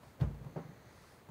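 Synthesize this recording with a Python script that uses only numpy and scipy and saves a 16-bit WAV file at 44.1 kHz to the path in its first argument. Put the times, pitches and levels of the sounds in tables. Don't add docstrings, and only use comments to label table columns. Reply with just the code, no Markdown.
import sys
import numpy as np
from scipy import signal
from scipy.fft import rfft, irfft
from scipy.io import wavfile

SR = 44100
rng = np.random.default_rng(int(sys.argv[2]) if len(sys.argv) > 2 else 0)


def transcribe(signal):
    frames = np.atleast_2d(signal).T
    limited = np.clip(frames, -1, 1)
    pcm = np.round(limited * 32767).astype(np.int16)
    wavfile.write(sys.argv[1], SR, pcm)


N = 57330
TIME = np.arange(N) / SR


def from_db(db):
    return 10 ** (np.asarray(db) / 20)


def noise(colour):
    freq_hz, relative_db = np.transpose(colour)
    bins_hz = np.maximum(np.arange(N // 2 + 1) * SR / N, 1)
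    gain = from_db(np.interp(np.log(bins_hz), np.log(freq_hz), relative_db))
    shaped = irfft(rfft(rng.standard_normal(N)) * gain, N)
    shaped = signal.sosfilt(signal.butter(2, 35, "high", fs=SR, output="sos"), shaped)
    return shaped / shaped.std()


def swells(rows):
    return sum(from_db(peak_db) * np.exp(-.5 * ((TIME - middle_s) / half_width_s) ** 2)
               for middle_s, half_width_s, peak_db in rows)


def contact(hit_s, rise_s, hold_s, t60_s, tail_db=-7.5):
    attack = from_db(20 * np.minimum(TIME - hit_s, 0) / rise_s)
    release_s = np.maximum(TIME - hit_s - hold_s, 0)
    fall = from_db(-60 * release_s / t60_s)
    room_tail = from_db(tail_db - 60 * release_s / 0.55)
    return attack * np.hypot(fall, room_tail)


def ring(force, pitch_hz, t60_s):
    decay = from_db(-60 / (t60_s * SR))
    step = 2 * np.pi * pitch_hz / SR
    return signal.lfilter([0, np.sin(step)], [1, -2 * decay * np.cos(step), decay ** 2], force + 1e-18)


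def room_tone():
    # freq_hz, relative_db
    colour = [(25, -30), (45, -5.5), (70, 3), (130, -1), (280, -6), (500, -5.5), (1000, -10.5), (2100, -17),
              (2900, -23.5), (4300, -24.5), (5300, -31.5), (6500, -27.5), (7800, -30.5), (11000, -32.5),
              (15000, -29)]
    return from_db(-60.5) * noise(colour)


def cloth_rustle():
    # middle_s, half_width_s, peak_db
    rustles = [(.08, 0.052, -69), (1.03, 0.11, -67.5), (1.14, 0.052, -74.5)]
    # freq_hz, relative_db
    colour = [(300, -14), (1000, 8.5), (2000, 2.5), (3000, -9), (4600, 0.5), (7000, -8), (9500, -5),
              (15000, -25)]
    return swells(rustles) * noise(colour)


def shoe_brushes():
    # hit_s, level_db
    touches = [(0.034, -51), (0.201, -50), (0.311, -60.5), (0.344, -57), (0.445, -54.5), (.464, -61),
               (1.038, -56.5), (1.112, -64), (1.288, -53)]
    # freq_hz, relative_db
    colour = [(100, 5.5), (400, 2.5), (900, 4.5), (1300, -4), (1900, -15), (4000, -21.5), (15000, -33.5)]
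    envelope = sum(from_db(level_db) * contact(hit_s, rise_s=.0025, hold_s=.0026, t60_s=.04, tail_db=-14.5)
                   for hit_s, level_db in touches)
    return envelope * noise(colour)


def board_thuds():
    # start_s, peak_db, pitch_hz
    loads = [(.062, -51, 127), (0.2094, -20, 126), (0.406, -40, 136), (0.4535, -38, 141),
             (.559, -33, 159.3), (0.597, -41.5, 169), (.644, -43, 147.5), (.683, -44.5, 145),
             (.858, -52, 120), (1.285, -45, 149)]
    rise_s, sharpness = 0.013, 3.96
    thuds = np.zeros(N)
    for start_s, peak_db, pitch_hz in loads:
        age_s = np.maximum(TIME - start_s, 0)
        envelope = (age_s / rise_s * np.exp(1 - age_s / rise_s)) ** sharpness
        thuds += from_db(peak_db) * envelope * np.sin(2 * np.pi * pitch_hz * age_s)
    return thuds


def heel_grit():
    # freq_hz, relative_db
    colour = [(500, 2), (1200, 3), (2500, 0), (3600, 2), (5000, 0), (6000, -17), (9000, -17), (15000, -17)]
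    envelope = contact(hit_s=.2095, rise_s=.0033, hold_s=.0046, t60_s=.045, tail_db=-30)
    return from_db(-55) * envelope * noise(colour)


def heel_scuff():
    # freq_hz, relative_db
    colour = [(60, 1), (200, 6), (500, -1.5), (800, -7.5), (1300, -13.5), (2200, -21), (4200, -35),
              (6500, -35.5), (15000, -52)]
    envelope = contact(hit_s=.217, rise_s=.026, hold_s=.015, t60_s=.17)
    return from_db(-40.5) * envelope * noise(colour)


def floor_ring():
    # start_s, drive_db, low_hz, high_hz
    blows = [(.2190, -27, 32.4, 201), (.5600, -41.5, 275, 1640), (.5708, -40.5, 282, 686)]
    # pitch_hz, gain_db, t60_s
    modes = [(56.8, -10, 0.71), (68.3, -4, 0.27), (91, -4, 0.31), (140.1, -6, 0.57), (166.4, -12, 0.48),
             (209, -10.5, 0.33), (274.1, -17.5, 0.52), (369.6, -4, .13), (456, -5, 0.16),
             (582.4, -0.5, 0.2), (788, -12.5, 0.37), (865, -15, 0.37), (1050, -23, 0.3), (1195, -19, 0.26),
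             (1345, -24, 0.095), (1494, -23, 0.11)]
    force = np.zeros(N)
    for start_s, drive_db, low_hz, high_hz in blows:
        click = signal.unit_impulse(N, int(start_s * SR))
        band = signal.butter(2, [low_hz, high_hz], "band", fs=SR, output="sos")
        force += from_db(drive_db) * signal.sosfilt(band, click)
    return sum((-1) ** k * from_db(gain_db) * ring(force, pitch_hz, t60_s)
               for k, (pitch_hz, gain_db, t60_s) in enumerate(modes))


def board_rumble():
    # middle_s, half_width_s, peak_db
    shifts = [(.48, 0.11, -55.5), (.73, 0.059, -61.5), (.92, 0.12, -68)]
    # freq_hz, relative_db
    colour = [(50, -21), (110, 0.5), (210, 1), (320, -10), (450, -5), (700, -19.5), (2000, -52)]
    return swells(shifts) * noise(colour)


def thin_hiss():
    # middle_s, half_width_s, peak_db
    hisses = [(.62, .12, -70), (.93, 0.11, -69.5)]
    # freq_hz, relative_db
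    colour = [(800, -9), (2000, 9.5), (2900, -12), (4300, 0), (5300, -14.5), (6400, 1), (7600, -29),
              (15000, -34)]
    return swells(hisses) * noise(colour)


def sole_slap():
    # freq_hz, relative_db
    colour = [(60, -20), (200, 10.5), (300, -0.5), (400, 3.5), (490, -2.5), (585, 0), (700, -3),
              (900, -1.5), (1400, -10.5), (2000, -16), (3000, -29.5), (6500, -40), (15000, -65)]
    envelope = contact(hit_s=.561, rise_s=.0011, hold_s=.021, t60_s=.21)
    return from_db(-46) * envelope * noise(colour)


def scene():
    shoe = heel_scuff() + heel_grit() + sole_slap() + shoe_brushes()
    floor = board_thuds() + floor_ring()
    background = room_tone() + board_rumble() + cloth_rustle() + thin_hiss()
    return (shoe + floor + background)[None]


def record(dry):
    cutoff_hz = 15700
    return signal.sosfilt(signal.ellip(16, .1, 70, cutoff_hz, fs=SR, output="sos"), dry)


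dry = scene()
out = record(dry)
transcribe(out)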